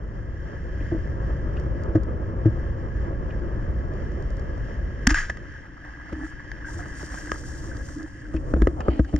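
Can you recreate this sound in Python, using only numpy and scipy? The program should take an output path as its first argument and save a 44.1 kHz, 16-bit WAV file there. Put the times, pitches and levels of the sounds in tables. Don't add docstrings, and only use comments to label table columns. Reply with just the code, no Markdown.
import sys
import numpy as np
from scipy import signal
from scipy.fft import rfft, irfft, next_fast_len
from scipy.io import wavfile
from scipy.ndimage import uniform_filter1d

SR = 44100
rng = np.random.default_rng(int(sys.argv[2]) if len(sys.argv) > 2 else 0)


def file_out(sig):
    cols = np.atleast_2d(sig).T
    lim = np.clip(cols, -1, 1)
    pcm = np.round(lim * 32767).astype(np.int16)
    wavfile.write(sys.argv[1], SR, pcm)


N = 405279
T = np.arange(N) / SR
FFT_SIZE = next_fast_len(N + SR // 2)
HZ = np.maximum(np.arange(FFT_SIZE // 2 + 1) * SR / FFT_SIZE, 1)


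# (time [s], level [dB], contact time [s])
HARD_CONTACTS = [(1.957, -10.5, 0.0086), (2.462, -15.5, .006), (5.0699, 6, 0.00063), (5.0726, 4, 0.00043),
                 (5.0977, 2, 0.0024), (5.106, 8.5, 0.0031), (5.1446, 6, 0.0013), (5.2991, 1, 0.0047),
                 (5.372, -11.5, 0.002), (6.13, -14, 0.0047), (6.517, -11, 0.0016), (7.318, -1.5, 0.00083),
                 (8.365, -16.5, 0.0012), (8.806, -7.5, 0.0028), (8.992, -21, 0.0024),
                 (9.048, -16.5, 0.0041), (9.163, -12.5, 0.00072)]
# (frequency [Hz], level [dB])
CLACK_SPECTRUM = [(400, -19), (750, 4), (1250, 3), (1700, 0.5), (2700, -3), (4000, -12), (5500, -13),
                  (8000, -22.5), (11000, -28.5), (15000, -44.5)]

def clacks(pivot_hz=3600, even_chatter_s=0.00089, dulling_db=14):
    out = np.zeros(N)
    for s, db, decay in HARD_CONTACTS:
        start, force = contact(s, decay, chatter=decay / even_chatter_s)
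        treble_db = -3 - dulling_db * np.log2(decay / .001)
        add(out, start, undb(db) * brighten(force, pivot_hz, treble_db))
    return colour(out, CLACK_SPECTRUM, housing_db())


# (time [s], hold [s], level [dB], release [s])
SHAFT_SLIDES = [(5.085, 0.036, -25.5, 0.01), (5.14, 0.049, -26.5, 0.047)]
# (frequency [Hz], level [dB])
SLIDE_SPECTRUM = [(350, -32.5), (800, -11), (1250, 2), (1700, -1.5), (2400, -1), (4000, -12.5), (6500, -16),
                  (8000, -26), (10000, -29), (15000, -71)]
# (frequency [Hz], level [dB], t60 [s])
SHAFT_MODES = [(1723, 16, 0.11), (1840, 5, .06), (1960, 7, 0.057)]
# (time [s], pitch of the lowest mode [ratio])
SHAFT_PITCH = [(5.14, 1.04), (5.23, .93)]

def shaft(attack_s=0.01):
    friction = np.zeros(N)
    for s, hold, db, release in SHAFT_SLIDES:
        onset = np.clip((T - s) / attack_s, 0, 1)
        friction += undb(db) * onset * np.exp(-np.maximum(T - s - hold, 0) / release)
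    slips = grains(12000, .5)[0] * undb(walk(120)) * friction
    steel = np.zeros(SR)
    for hz, db, t60 in SHAFT_MODES:
        add(steel, 0, undb(db) * ring(hz, t60))
    singing = signal.fftconvolve(slips, steel / np.linalg.norm(steel))[:N]
    shift_hz = SHAFT_MODES[0][0] * (np.interp(T, *np.transpose(SHAFT_PITCH)) - 1)
    shifter = np.exp(2j * np.pi * np.cumsum(shift_hz) / SR)
    sinking = np.real(signal.hilbert(singing, FFT_SIZE)[:N] * shifter)
    return colour(slips, SLIDE_SPECTRUM, housing_db()) * undb(-1) + sinking * undb(-3.5)


# (time [s], twang [dB], jolt [dB], rise [s])
RECOIL_KICKS = [(5.071, -6.5, -9.5, 0.0014), (5.111, -12, -5, 0.0061)]

def recoil(start_hz=184, end_hz=310.6, glide_s=.013, twang_t60=0.075, jolt_hz=47, jolt_t60=0.12):
    since_shot = np.maximum(T - RECOIL_KICKS[0][0], 0)
    hz = end_hz + (start_hz - end_hz) * np.exp(-since_shot / glide_s)
    rubbers = np.sin(2 * np.pi * np.cumsum(hz * (since_shot > 0)) / SR)
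    out = np.zeros(N)
    for s, twang_db, jolt_db, rise in RECOIL_KICKS:
        t = np.maximum(T - s, 0)
        twang = undb(twang_db) * rubbers * fade(t, twang_t60)
        jolt = -undb(jolt_db) * np.sin(2 * np.pi * jolt_hz * t) * fade(t, jolt_t60)
        out += (1 - np.exp(-t / rise)) * (twang + jolt)
    return out


# (time [s], strength [dB], contact time [s], crack [dB])
LINE_TUGS = [(5.298, -15.5, 0.0013, 4), (6.127, -11.5, 0.0066, 7), (6.767, -21.5, 0.018, 4.5),
             (6.861, -21, 0.0035, 10), (7.031, -19, 0.0052, 11), (7.143, -24.5, 0.0021, 15.5),
             (7.272, -19, 0.0044, 6.5), (7.318, -17.5, 0.0012, 16), (8.343, -3, 0.017, 4.5),
             (8.539, -1, 0.0018, -5), (8.566, -4, 0.0048, -11.5), (8.6204, -1, 0.0028, 5.5),
             (8.6724, -0.5, 0.002, 2), (8.884, 1, 0.003, -7.5), (8.995, 3, 0.0031, -11),
             (9.138, 0.5, 0.012, -17)]

def tugs(heave_hz=61):
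    blows = []
    for s, db, contact_s, crack_db in LINE_TUGS:
        trade_db = 4 * np.log2(contact_s / .002)
        ring_db = db - 17.5 + trade_db
        slap_db = db + 4 - trade_db
        heave_db = 1.1 * db - 9.5
        blows.append((s, ring_db, contact_s, slap_db, crack_db, heave_hz, heave_db))
    return blows


# (time [s], strength [dB], thud [dB])
GRIP_SHIFTS = [(0.807, -19.5, -30), (0.918, -6, -17), (0.945, -11.5, -39.5), (1.951, 1, -9.5),
               (2.455, -0.5, -3.5)]

def grips(contact_s=0.012, ring_db=-3, slap_db=-8, crack_db=-5, thud_hz=109):
    return [(s, db + ring_db, contact_s, db + slap_db, crack_db, thud_hz, thud_db)
            for s, db, thud_db in GRIP_SHIFTS]


# (frequency [Hz], level [dB], t60 [s], side share before limiting [ratio])
STOCK_MODES = [(148, -10, 0.08, -.7), (234, -18.5, 0.18, -0.2), (317.8, 4, 0.076, 0.06),
               (380, -18.5, 0.071, -.3), (511, -9, 0.031, 0.22), (626, -7, 0.036, 0.2)]
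# (frequency [Hz], level [dB])
SLAP_SPECTRUM = [(60, 7), (190, 11.5), (560, 3), (900, -18), (1250, -9), (1700, -21), (2400, -26),
                 (4000, -39), (6000, -47.5), (10000, -53.5)]

def knocks(crack_hz=1100, heave_t60=0.16, heave_side=0.085, heave_rise_s=.004):
    body, slaps = np.zeros((N, 2)), np.zeros(N)
    for s, ring_db, contact_s, slap_db, crack_db, heave_hz, heave_db in grips() + tugs():
        modes = [(hz * (1 + 0.035 * rng.standard_normal()), ring_db + db, t60, side, contact_s)
                 for hz, db, t60, side in STOCK_MODES]
        modes.append((heave_hz, heave_db, heave_t60, heave_side, heave_rise_s))
        for hz, db, t60, side, rise in modes:
            mode = -undb(db) * ease_in(ring(hz, t60), rise)
            add(body, s, np.outer(mode, [1, np.clip(side, -.5, .5)]))
        start, force = contact(s, contact_s, chatter=6.8)
        add(slaps, start, undb(slap_db) * brighten(force, crack_hz, crack_db))
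    slaps = colour(slaps, SLAP_SPECTRUM, 0.5 * housing_db()) * undb(8)
    return body[:, 0] + slaps, body[:, 1]


# (time [s], length [s], level [dB], pitch [Hz])
MOUNT_SWAYS = [(5.086, 0.19, -24.5, 24.4), (6.736, 0.084, -28.5, 91), (8.582, 0.087, -14.5, 52.7)]

def sway():
    return sum(-np.sin(2 * np.pi * hz * (T - s)) * arches([(s, length, db)], fullness=0.58)[0]
               for s, length, db, hz in MOUNT_SWAYS)


# (time [s], level [dB])
FIZZ_LEVEL = [(6.14, -95), (6.24, -63), (6.36, -88), (6.65, -79), (6.69, -59.5), (6.93, -60), (7.05, -53),
              (7.22, -57), (7.5, -53), (7.85, -58.5), (8.08, -67), (8.25, -70.5), (9.19, -69.5)]
# (time [s], length [s], level [dB])
FISH_PULLS = [(5.35, 1.63, -51.5), (6.16, 0.11, -34.5), (6.62, 1.59, -45.5), (7.95, 0.11, -34.5),
              (8.15, 1.3, -41), (8.56, 0.12, -37), (8.89, 0.11, -34.5)]
# (time [s], length [s], groan [dB], rasp [dB])
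LINE_SCRAPES = [(8.765, 0.058, -35.5, -66), (8.81, 0.092, -38, -55.5), (8.9, .11, -41, -48.5),
                (9.03, 0.36, -47, -55.5)]
# (frequency [Hz], level [dB])
FIZZ_SPECTRUM = [(1500, -30.5), (2800, 5.5), (3800, 3.5), (5500, 5), (6100, 5.5), (7000, 1.5), (8500, 3.5),
                 (9600, -2.5), (11000, -10.5), (12500, -6), (15000, -25)]
GROAN_SPECTRUM = [(400, 5), (620, 5), (800, 1.5), (1020, -8.5), (1350, -4), (1600, -17), (1900, -17),
                  (2400, -26.5), (7000, -70.5)]
RASP_SPECTRUM = [(1200, -6), (1900, 10), (2400, 2), (2700, 0), (3080, 7.5), (3450, -11.5), (4000, -9.5),
                 (4680, -7), (5600, -22.5), (9000, -39)]

def running_line():
    spurts = undb(2.2 * walk(45) + walk(12))
    fizz = colour(grains(2200, 1.4), FIZZ_SPECTRUM, 0.96 * housing_db()) * spurts
    drone = colour(rng.standard_normal((2, N)), [(150, -41), (265, 6), (310, 15.5), (355, -11)])
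    slips = grains(2800, 2) * undb(2 * walk(70))
    groan_gain, rasp_gain = arches(LINE_SCRAPES, fullness=0.28)
    scrape = colour(slips, GROAN_SPECTRUM) * groan_gain + colour(slips, RASP_SPECTRUM) * rasp_gain
    return fizz * curve(FIZZ_LEVEL) + drone * arches(FISH_PULLS, fullness=0.39)[0] + scrape


# (time [s], level [dB], pitch [Hz])
BUBBLE_BURSTS = [(6.396, -27, 1755), (6.645, -26.5, 1574), (6.671, -27, 1600), (6.685, -38.5, 937),
                 (6.789, -38, 704), (7.174, -27, 1566), (7.294, -26, 1620), (7.439, -33, 1590),
                 (7.714, -29.5, 1554), (7.766, -37, 1720), (8.253, -35, 1546)]

def bubble_bursts(followers=4, span_s=0.018, scatter=0.033, follower_db=-10, cycles=62):
    out = np.zeros(N)
    for s, db, hz in BUBBLE_BURSTS:
        burst = [(s, db, hz)]
        for late, detune in rng.random((followers, 2)):
            burst.append((s + late * span_s, db + follower_db, hz * (1 + scatter * (2 * detune - 1))))
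        for start, bubble_db, bubble_hz in burst:
            bubble = ring(bubble_hz, cycles / bubble_hz, glide=0.04)
            add(out, start, undb(bubble_db - 1) * ease_in(bubble, 0.0007))
    return out


# (time [s], length [s], level [dB])
FISH_THRASHES = [(5.3, 3.1, -56), (6.03, 0.28, -56.5), (6.6, 0.78, -58)]

def thrashing(count=1400, cycles=18):
    bubbles = np.zeros(N)
    start, length, _ = FISH_THRASHES[0]
    for when, smallness, strength in rng.random((count, 3)):
        hz = 480 * 3.36 ** smallness
        bubble = ring(hz, cycles / hz, glide=.03)
        add(bubbles, start + when * length, undb(20 * strength + 20 * smallness) * bubble)
    churn_spectrum = [(150, -5.5), (500, -12), (800, -9), (1300, -9), (2000, -7), (3000, -45)]
    churn = colour(grains(1800, 3.6)[0], churn_spectrum, 1.3 * housing_db())
    surges = undb(3.4 * walk(30)) * arches(FISH_THRASHES, fullness=0.42)[0]
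    return (unit(bubbles) * undb(-4) + churn * undb(4.5)) * surges


# (time [s], relative level [dB], pitch [Hz])
RIGGING_TICKS = [(0.805, -51, 2650), (1.569, -46, 2660), (3.307, -46, 2640), (8.366, -45, 2540),
                 (8.808, -47, 2600)]

def ticks():
    out = np.zeros(N)
    for s, db, hz in RIGGING_TICKS:
        band = signal.butter(2, [hz * 0.882, hz * 1.095], "band", fs=SR, output="sos")
        start, force = contact(s + 0.00055, 0.0066, chatter=13)
        tick = signal.sosfilt(band, force)
        add(out, start, undb(db) * tick / abs(tick).max())
    spectrum = [(1000, 1.5), (2600, -1), (5000, 2), (8000, -12)]
    return colour(out, spectrum, 0.96 * housing_db()) * undb(7)


# (time [s], level [dB])
SEA_SNAPS = [(1.599, -34), (1.8363, -32), (2.0344, -33), (3.9378, -38), (4.1206, -40.5), (4.225, -35),
             (4.305, -35), (4.3696, -35), (4.397, -34), (4.5801, -38.5), (7.77, -26), (7.985, -33.5),
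             (8.03, -29.5)]
# (frequency [Hz], level [dB])
SNAP_SPECTRUM = [(1500, -5), (4500, 6), (7500, -5.5), (12000, -18)]

def snaps(strays_per_s=13, stray_db=-84.5):
    out = grains(strays_per_s, 1)[0] * undb(stray_db)
    for s, db in SEA_SNAPS:
        add(out, s, undb([db]))
    return colour(out, SNAP_SPECTRUM, housing_db())


# (time [s], level [dB])
FLOW_LEVEL = np.vstack([[(0.0, -33), (0.62, -31.5), (1.26, -27), (1.68, -27), (1.87, -26.5), (2.78, -28),
              (3.19, -27), (4.46, -28.5), (5.04, -31.5)], [(5.19, -41), (5.33, -36), (5.75, -43.5),
              (6.3, -41), (6.8, -36), (7.25, -38.5), (7.7, -33), (8.12, -41), (8.31, -38), (8.5, -28.5),
              (8.78, -32.5), (9.08, -40.5), (9.19, -31.5)]])
# (time [s], level [dB])
HISS_LEVEL = np.vstack([[(0.0, -54.5), (0.88, -48), (2.3, -52), (3.21, -51.5), (5.04, -47)], [(5.35, -46),
              (5.65, -51), (6.99, -44.5), (7.44, -49.5), (8.24, -51.5), (8.75, -60.5), (9.19, -62)]])
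# (frequency [Hz], level [dB])
RUMBLE_SPECTRUM = [(12, -7), (28, -2.5), (55, 7), (90, -2), (125, -4), (200, -13.5), (300, -17)]
WASH_SPECTRUM = [(120, -10), (200, -1.5), (270, -5), (340, 6), (450, -2.5), (535, 2), (640, -7),
                 (780, -15.5), (1300, -14), (2200, -30.5)]
HISS_SPECTRUM = [(500, -26.5), (900, -6), (1300, -8), (1700, -4), (2050, -6), (2400, -10.5), (3000, -8),
                 (3700, -22), (5500, -24.5), (7000, -34), (9000, -41.5)]

def water(cruise_db=-29.5, cruise_wash_db=-41, wash_growth=1.29):
    flow = curve(FLOW_LEVEL)
    rumble = colour(rng.standard_normal((2, N)), RUMBLE_SPECTRUM) * flow * undb(0.5)
    wash_gain = undb(cruise_wash_db) * (flow / undb(cruise_db)) ** wash_growth
    wash = colour(grains(4000, 2.2), WASH_SPECTRUM) * wash_gain * undb(1.52 * walk(25))
    hiss = colour(grains(14000, 2), HISS_SPECTRUM, housing_db())
    return rumble + wash + hiss * curve(HISS_LEVEL) * undb(1.5 * walk(13))


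# (frequency [Hz], width [Hz], lift [dB])
WALL_RESONANCES = [(1239, 50, 8), (1687, 352, 17), (1639, 47, 5.5), (1729, 24, 2.5), (2014, 186, 9),
                   (3147, 140, 7), (4706, 200, 10), (5510, 510, 13), (6780, 1130, 13.5), (8200, 450, 9)]

def housing_db():
    return sum(db * np.exp(-2 * ((HZ - hz) / width) ** 2) for hz, width, db in WALL_RESONANCES)


def undb(db):
    return 10 ** (np.asarray(db) / 20)


def unit(x):
    return x / np.sqrt(np.mean(x ** 2))


def curve(rows):
    s, db = np.transpose(rows)
    return np.interp(T, s, undb(db), left=0, right=0)


def arches(rows, fullness):
    gains = 0
    for s, length, *levels in rows:
        phase = np.clip((T - s) / length, 0, 1)
        gains = gains + np.outer(undb(levels), (4 * phase * (1 - phase)) ** fullness)
    return gains


def over_hz(rows):
    hz, *columns = np.transpose(rows)
    return [np.interp(np.log(HZ), np.log(hz), c) for c in columns]


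def colour(x, spectrum, lift_db=0):
    fall_db = 30 * np.log2(np.maximum(HZ / spectrum[-1][0], 1))
    cepstrum = irfft(np.log(undb(over_hz(spectrum)[0] + lift_db - fall_db)), FFT_SIZE)
    cepstrum[FFT_SIZE // 2:] = 0
    response = np.exp(2 * rfft(cepstrum))
    response /= np.sqrt(np.mean(abs(response) ** 2))
    return irfft(rfft(x, FFT_SIZE) * response, FFT_SIZE)[..., :N]


def brighten(x, pivot_hz, db):
    treble = signal.sosfilt(signal.butter(1, pivot_hz, "high", fs=SR, output="sos"), x)
    return x + (undb(db) - 1) * treble


def walk(rate):
    hold = int(SR / rate)
    steps = np.repeat(rng.standard_normal(N // hold + 1), hold)
    return 1.3 * uniform_filter1d(uniform_filter1d(steps, hold), hold)[:N]


def grains(rate, spread_db):
    sizes = undb(spread_db * np.minimum(rng.exponential(size=(2, N)), 5))
    hits = rng.random((2, N)) < rate / SR
    return unit(hits * sizes * rng.choice([-1, 1], (2, N)))


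def add(out, s, sound):
    i = int(np.clip(s * SR, 0, N - 1))
    out[i:i + len(sound)] += sound[:N - i]


def fade(t, t60):
    return np.exp(-np.log(1000) * t / t60)


def ease_in(x, rise_s):
    return x * (1 - np.exp(-T[:len(x)] / rise_s))


def ring(hz, t60, glide=0):
    t = T[:int(t60 * SR) + 2]
    return np.sin(2 * np.pi * hz * t * (1 + glide * t / t60)) * fade(t, t60)


def contact(s, decay, chatter):
    lead = SR // 100
    t = T[:6 * lead] - T[lead]
    graze = rng.standard_normal(len(t)) * np.exp(-abs(t) / np.where(t < 0, decay / 2, decay))
    force = chatter * graze / np.linalg.norm(graze)
    force[lead] += 1
    return s - T[lead], force / np.hypot(1, chatter)


# (frequency [Hz], left minus right [dB], left lead [rad])
MIC_PAIR = [(50, 1.5, -.1), (300, -1, 0), (520, -1.5, .4), (760, 1, 1.9), (1150, 2, 2.0), (1650, 1.5, -.4),
            (2000, -4, -.3), (2900, 5, -.3), (3500, -2, -.6), (4600, 1, 1.8), (5500, 8, .8), (6800, 0, 1.6),
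            (8200, -5, 2.0), (10500, 7, 2.0)]
# (frequency [Hz], level [dB])
DIFFUSE_SIDE = [(50, -11), (170, -9), (300, -14), (600, -3), (1100, -3), (1700, -11), (2500, -3),
                (10000, -2)]

def scene():
    mid, around = water() + running_line()
    knock, rocking = knocks()
    mid = mid + shaft() + clacks() + recoil() + ticks() + snaps()
    mid = mid + knock + sway() + thrashing() + bubble_bursts()
    balance_db, lead = over_hz(MIC_PAIR)
    left_over_right = undb(balance_db) * np.exp(1j * lead)
    direct = rfft(mid, FFT_SIZE) * (left_over_right - 1) / (left_over_right + 1)
    diffuse = rfft(around, FFT_SIZE) * undb(over_hz(DIFFUSE_SIDE)[0])
    side = irfft(direct + diffuse, FFT_SIZE)[:N] + rocking
    return np.array([mid + side, mid - side])


def record(dry):
    lowpass = signal.ellip(8, .2, 70, 16000, fs=SR, output="sos")
    return signal.sosfilt(lowpass, np.clip(dry, -1, 1))


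dry = scene()
out = record(dry)
file_out(out)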